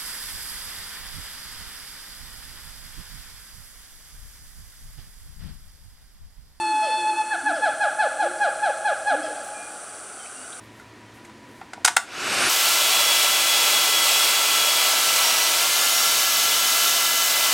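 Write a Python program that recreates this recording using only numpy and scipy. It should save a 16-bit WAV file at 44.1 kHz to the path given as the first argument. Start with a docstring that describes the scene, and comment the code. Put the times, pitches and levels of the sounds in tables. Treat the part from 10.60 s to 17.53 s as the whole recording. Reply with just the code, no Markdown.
"""In a small room, a hand-held hair dryer is switched on close to the microphone. Its slide switch ticks
and snaps twice, each impact ringing the hollow housing. The fan spins up with a rising whistle, then an edit
cuts abruptly to the dryer at full blast. Turbulent air hisses through the resonant duct over the harmonic
whine of the fan, changing colour as the dryer is held beside the head, swung past the face and turned round.
Fingers brush the handle at the start, and ventilation hums faintly underneath."""
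import sys
import numpy as np
from scipy import signal
from scipy.fft import rfft, irfft
from scipy.io import wavfile
from scipy.ndimage import uniform_filter1d

SR = 44100
rng = np.random.default_rng(int(sys.argv[2]) if len(sys.argv) > 2 else 0)


def inscribe(sig):
    """Save sig as 16-bit PCM at rate SR to the path in sys.argv[1].

    A 1-D sig is mono; a 2-D sig holds one channel per row.
    Samples are clipped to [-1, 1] before scaling.
    """
    pcm = np.round(np.clip(np.atleast_2d(sig).T, -1, 1) * 32767)
    wavfile.write(sys.argv[1], SR, pcm.astype(np.int16))


N = 305833
TIME = np.arange(N) / SR
MOTOR_ON_S, CUT_S = 1.309, 1.892

# Air spectra beside the head and turned round. Each row: frequency in Hz, level in dB.
AIR_BESIDE = [(24, -78), (40, -43), (295, -20.5), (335, -24), (361, -17), (595, -6), (1230, -5.5),
              (1320, -5.5), (1830, -8), (2070, -5), (3170, -0.5), (3420, -4), (3780, -4.5), (7800, -8.5),
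              (15700, -14.5)]
AIR_TURNED = [(24, -78), (40, -51), (111, -27), (326, -16), (370, -16.5), (674, -8), (1000, -8),
              (1320, -1.5), (1830, -11), (1970, -10), (2350, -6.5), (3020, -3), (3250, -3.5), (6390, -5.5),
              (15700, -11.5)]
# Brief whistles of the swinging nozzle. Each row: peak time in seconds, frequency in Hz, boost in dB.
NOZZLE_WHISTLES = [(2.05, 13600, 6), (4.75, 5750, 9), (5.27, 13200, 2), (5.28, 6900, 5), (5.3, 9680, 7),
                   (5.42, 5560, 7), (6.62, 7650, 6), (6.7, 14700, 9)]
def blast_air(beside_db=-19, turned_db=-19.5, flutter_db=.48):
    """Turbulence radiates broadband noise, whose spectrum depends on the direction of the dryer."""
    def colour(f, t):
        turn = orientation(t)
        air = (1 - turn) * spectrum(AIR_BESIDE, f) + turn * spectrum(AIR_TURNED, f)
        whistles = sum(db * bell(f, hz, .022 * hz) * bell(t, s, .18) for s, hz, db in NOZZLE_WHISTLES)
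        return air + duct(f, turn) + whistles + interference(f, t)
    level_db = np.interp(orientation(), [0, 1], [beside_db, turned_db])
    return moving_noise(colour) * undb(level_db + flutter_db * walk(14))


# Air spectrum during spin-up. Each row: frequency in Hz, level in dB.
AIR_STARTING = [(24, -56), (40, -24), (235, -10.5), (333, -4.5), (368, -5), (496, -8), (758, -5),
                (949, -9.5), (1380, 0.5), (2010, -4.5), (2570, -2), (3140, -6.5), (8960, -15.5),
                (13000, -25), (15500, -47)]
def starting_air(level_db=-14.5, speed_power=4.2, dull_db=13, bright_at=.82):
    """Flow noise grows as a power of fan speed, and brightens as the flow quickens."""
    def colour(f, t):
        slowness = bright_at - spin_up(t)
        treble_loss_db = dull_db * slowness * np.log2(1 + f / 2500)
        return spectrum(AIR_STARTING, f) + duct(f, orientation(t)) - treble_loss_db
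    return moving_noise(colour) * undb(level_db) * spin_up() ** speed_power


# Peaks and notches of duct and grille.
# Each row: frequency in Hz, half-width in Hz, gain in dB beside the head, gain in dB turned round.
DUCT_BANDS = [(626, 120, -0.5, 0.5), (1340, 150, 0, -1.5), (1845, 160, -3.5, -1), (2150, 63, -2.5, 2),
              (3020, 120, -1, 5), (3160, 95, -3, -7.5), (3989, 56, 4.5, 1), (4560, 150, 3, 2.5),
              (5062, 150, 1, 1), (5410, 180, 2.5, 3.5), (5900, 120, 1, 3), (6470, 320, 0.5, 4),
              (7200, 250, -0.5, -1), (7850, 440, 2.5, 1.5), (8540, 310, 2, 0), (12700, 450, 1.5, 5.5)]
def duct(f, turn):
    """Resonance and cancellation give a gain in dB that depends on the side facing the microphone."""
    return sum(bell(f, hz, width) * ((1 - turn) * beside_db + turn * turned_db)
               for hz, width, beside_db, turned_db in DUCT_BANDS)


def interference(f, t, count=12, depth_db=1.7):
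    """Comb filtering, in dB: reflections from head, hands and walls change path as the dryer moves."""
    position = orientation(t) + .03 * t
    paths = rng.uniform([.002, -.0004, 0], [.015, .0004, 1], (count, 3))
    combs = sum(np.cos(2 * np.pi * (f * (lag_s + shift_s * position) + cycle))
                for lag_s, shift_s, cycle in paths)
    return depth_db * combs * np.sqrt(2 / count)


# Path of the dryer. Each row: time in seconds, turn from 0 (beside the head) to 1 (turned round).
TURN = [(1.85, 0.46), (1.92, 0.23), (2.3, 0.015), (4.1, 0.029), (4.4, 0.23), (4.9, 0.17), (5.3, 0.79),
        (6.6, 0.96), (6.93, 0.33)]
def orientation(t=TIME):
    """The dryer is a directional source: how far it is turned sets the colour that is heard."""
    return curve(TURN, t)


# Fan tones. Each row: multiple of the shaft speed, level in dB beside the head, level in dB turned round.
HARMONICS = [(1, -50, -57), (2, -50, -43), (3, -49, -53), (4, -35, -35), (5, -44, -39), (6, -36.5, -36.5),
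             (7, -42, -47), (8, -56, -42), (9, -40, -33), (11, -44, -39), (12, -41, -50), (19, -56, -45),
             (20, -39, -48)]
def fan(waver_db=.7, flutter_db=2.1, blade_order=10):
    """Periodic rotation radiates harmonics of the shaft speed; at full blast each wavers on its own."""
    angle, turn = shaft_angle(), orientation()

    def tone(order, db):
        unsteady_db = waver_db * walk(4.05) + flutter_db * walk(50)
        return np.sqrt(2) * undb(db + unsteady_db) * np.sin(order * angle + rng.uniform(0, 2 * np.pi))
    blade = tone(blade_order, blade_level())
    whine = sum(tone(order, (1 - turn) * beside + turn * turned) for order, beside, turned in HARMONICS)
    return (blade + whine) * after_cut() + motor_whistle(angle)


# Spells of a louder blade tone. Each row: start in seconds, end in seconds, gain in dB.
INTAKE_FACING = [(2.173, 4.32, 13), (5.78, 6.0, 8)]
def blade_level(usual_db=-41, swell_s=.3):
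    """Directivity: the level of the blade tone, in dB, swells while the intake faces the microphone."""
    return usual_db + sum(db * np.clip(np.minimum(TIME - start, end - TIME) / swell_s + .5, 0, 1)
                          for start, end, db in INTAKE_FACING)


def motor_whistle(angle, order=40, roughness=.8, low_speed_db=-25, speed_power=5.7, full_speed_db=-52):
    """Random modulation by eddies spreads a high shaft harmonic into a rough, shrill band."""
    eddies = 1 + roughness * (walk(300) + 1j * walk(300))
    whistle = unit(np.real(np.exp(1j * order * angle) * eddies))
    rising = undb(low_speed_db) * spin_up() ** speed_power
    return whistle * np.where(TIME < CUT_S, rising, undb(full_speed_db))


# Full speed, sagging and recovering with the load. Each row: time in seconds, turns per second.
FULL_SPEED = [(1.9, 336.1), (2.1, 339.9), (2.3, 337.6), (2.62, 335.4), (2.76, 337.6), (3.2, 336.4),
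              (3.46, 333.4), (3.58, 336.8), (4.36, 333.7), (4.52, 336.1), (4.68, 328.0), (4.9, 333.7),
              (5.08, 347.5), (5.62, 337.6), (5.8, 338.9), (6.9, 337.1)]
def shaft_angle(low_speed_hz=272, jitter=.0013):
    """Phase, in radians, is the integral of the fan's speed, which eddies shake a little."""
    speed = low_speed_hz * spin_up() * (1 - after_cut()) + curve(FULL_SPEED) * after_cut()
    return 2 * np.pi * np.cumsum(speed * (1 + jitter * walk(90))) / SR


def spin_up(t=TIME, lag_s=.275):
    """First-order lag: the share of its low speed the fan has reached, rising fast, then levelling off."""
    return np.maximum(1 - np.exp(-(t - MOTOR_ON_S) / lag_s), 0)


def after_cut(crossfade_s=.012):
    """A brief linear crossfade to the dryer at full blast: 0 before the cut, 1 after it."""
    return np.clip((TIME - CUT_S) / crossfade_s + .5, 0, 1)


# Contacts of switch and housing. 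Each row: start in seconds, level in dB, treble tilt in dB per octave,
# relative level of the ring in dB, time for the crack to fall 60 dB in seconds.
CONTACTS = [(.198, -49, -3, 14, .07), (.572, -46, -8, -6, .08), (.648, -42, -3, -15, .06),
            (.696, -43, -5.5, -15, .04), (1.013, -28.5, -11, -11, 0.037), (1.133, -27.5, -3.5, -8, 0.033),
            (1.178, -36, -15, -20, .045), (1.2463, -10, -1, -14, 0.031), (1.2492, 0, -0.5, -18, 0.02),
            (1.2585, -10, 1, -19, .025), (1.276, -13.5, -1, -8, 0.049), (1.282, -7, -3, -11, 0.015),
            (1.365, -12, 6, -1, 0.024), (1.3673, -5.5, -2, -0.5, 0.027), (4.56, -14, 2, -22, 0.028)]
# Spectrum of the plastic crack. Each row: frequency in Hz, level in dB.
CRACK = [(120, -67), (200, -41), (596, -34), (769, -1), (1170, -13.5), (1280, -8.5), (1430, 1), (1590, -13),
         (2020, -3), (2600, -7), (4920, -9.5), (8660, -6), (15500, -33)]
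# Modes of the hollow housing. Each row: frequency in Hz, level in dB, time to fall 60 dB in seconds.
HOUSING_MODES = [(794, -21, 0.071), (1155, -20, 0.17), (1426, -0.5, 0.033), (1480, -15, .07),
                 (2035, -10, 0.057)]
def switch(attack_s=.00051, low_cut_hz=510):
    """Impact excitation: each contact is a short crack that also rings the damped modes of the housing."""
    out, t = np.zeros(N + SR), TIME[:SR // 4]
    ring = sum(undb(db - 60 * t / t60) * np.sin(2 * np.pi * hz * t) for hz, db, t60 in HOUSING_MODES)
    attack = 1 - np.exp(-t / attack_s)
    for s, db, tilt_db, ring_db, t60 in CONTACTS:
        crack = noise(lambda f: spectrum(CRACK, f) + tilt_db * np.log2(np.maximum(f, 700) / 700), len(t))
        click = crack * undb(-60 * t / t60) + undb(ring_db) * ring
        start = int(s * SR)
        out[start:start + len(t)] += undb(db) * click * attack
    # the small housing radiates hardly any bass
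    return signal.sosfilt(signal.butter(4, low_cut_hz, "high", fs=SR, output="sos"), out[:N])


# Spectrum of the jolted handle. Each row: frequency in Hz, level in dB.
THUD = [(60, -25), (170, -11), (330, -9), (460, 8), (560, -1), (800, -25), (3000, -60)]
def handle_knock(start_s=1.247, level_db=-28.5, attack_s=.0012, t60=.04):
    """A heavily damped impact: the handle thuds as the switch gives way at the first snap."""
    age = np.maximum(TIME - start_s, 0)
    envelope = undb(level_db - 60 * age / t60) * (1 - np.exp(-age / attack_s))
    return noise(lambda f: spectrum(THUD, f)) * envelope


# Finger slides on the handle. Each row: peak time in seconds, half-width in seconds, level in dB.
RUBS = [(.05, .03, -62), (.19, 0.076, -65), (0.567, .04, -63), (.66, .03, -66), (.96, .09, -64)]
def fingers(centre_hz=9500, width_hz=8000, grain_db=2):
    """Sliding friction of skin on smooth plastic makes a faint, grainy, high rustle."""
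    swell = sum(undb(db) * bell(TIME, s, width) for s, width, db in RUBS)
    return noise(lambda f: 30 * bell(f, centre_hz, width_hz)) * swell * undb(grain_db * walk(121))


def in_room(x, echo_s=.0093, echo_db=-14, tail_db=-14, t60=.24):
    """Reverberation: one near surface reflects first, then comes the short tail of a furnished room."""
    t = TIME[:SR // 2]
    tail = noise(lambda f: spectrum([(1500, -3.5), (8000, -3), (15000, -8)], f), len(t))
    tail *= undb(-60 * t / t60) * (t > echo_s)
    response = undb(tail_db) * tail / np.linalg.norm(tail)
    response[int(echo_s * SR)] += undb(echo_db)
    return x + signal.fftconvolve(x, response)[:N]


# Spectrum of the ventilation. Each row: frequency in Hz, level in dB.
VENTILATION = [(15, -48), (25, -25), (112, -12), (176, -16.5), (219, -8.5), (286, -7.5), (318, -7),
               (427, -14.5), (879, -18.5), (978, -11), (1060, -18.5), (2370, -20.5), (2780, -23.5),
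               (9520, -36), (15000, -51)]
# Hums within it. Each row: frequency in Hz, half-width in Hz, boost in dB.
HUMS = [(221, 6.2, 6), (976, 20, 4.5), (1870, 120, 5.5)]
def room_tone(air_db=-47, air_sink_db=-6, drone_hz=110, drone_db=-57, drone_sink_db=-13):
    """Ambient noise: a low drone sinks before the dryer starts, the humming ventilation as it starts."""
    air = noise(lambda f: spectrum(VENTILATION, f) + sum(db * bell(f, hz, w) for hz, w, db in HUMS))
    air *= undb(air_db + air_sink_db * np.clip((TIME - MOTOR_ON_S) / .071, 0, 1))
    drone = np.sqrt(2) * np.sin(2 * np.pi * drone_hz * TIME + .56 * walk(10))
    waver_db = 3.5 * walk(14)
    fade_db = curve([(.76, 0), (1.06, drone_sink_db)])
    return air + drone * undb(drone_db + waver_db + fade_db)


def undb(db):
    """Decibels to amplitude gain."""
    return 10 ** (np.asarray(db) / 20)


def unit(x):
    """Normalisation to rms 1."""
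    return x / np.sqrt(np.mean(x ** 2))


def curve(rows, t=TIME):
    """Linear interpolation of (seconds, value) rows."""
    return np.interp(t, *np.transpose(rows))


def spectrum(rows, f):
    """Interpolation of (Hz, dB) rows on a log-frequency axis."""
    hz, db = np.transpose(rows)
    return np.interp(np.log(f + 1), np.log(hz), db)


def bell(x, centre, width):
    """A Gaussian of height 1, falling to 1/e at one width from its centre."""
    return np.exp(-((x - centre) / width) ** 2)


def noise(colour, size=N):
    """Stationary noise of rms 1 whose spectrum in dB is colour(f)."""
    gain = undb(colour(np.fft.rfftfreq(size, 1 / SR)))
    return unit(irfft(rfft(rng.standard_normal(size)) * gain, size))


def moving_noise(colour):
    """Time-varying filtering: noise of steady rms 1 whose spectrum in dB is colour(f, t)."""
    f, t, frames = signal.stft(rng.standard_normal(N), SR, nperseg=2048)
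    gain = undb(colour(f[:, None], t))
    gain /= np.sqrt(np.mean(gain ** 2, axis=0))
    return signal.istft(frames * gain, SR)[1][:N]


def walk(rate):
    """Smooth random fluctuation of rms 1, changing rate times a second."""
    hold = max(int(SR / rate), 1)
    steps = np.repeat(rng.standard_normal(N // hold + 1), hold)
    return unit(uniform_filter1d(uniform_filter1d(steps, hold), hold)[:N])


def scene():
    """Superposition of dryer, fingers and room tone, the same in both channels."""
    clicks = in_room(switch() + handle_knock())
    air = starting_air() * (1 - after_cut()) + blast_air() * after_cut()
    return np.tile(fingers() + clicks + air + fan() + room_tone(), (2, 1))


def record(dry, top_hz=15850):
    """Hard clipping holds the loudest snaps at full scale; a steep low-pass then cuts the top."""
    low_pass = signal.ellip(10, .1, 70, top_hz, fs=SR, output="sos")
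    return signal.sosfilt(low_pass, np.clip(dry, -1, 1))


dry = scene()
out = record(dry)
inscribe(out)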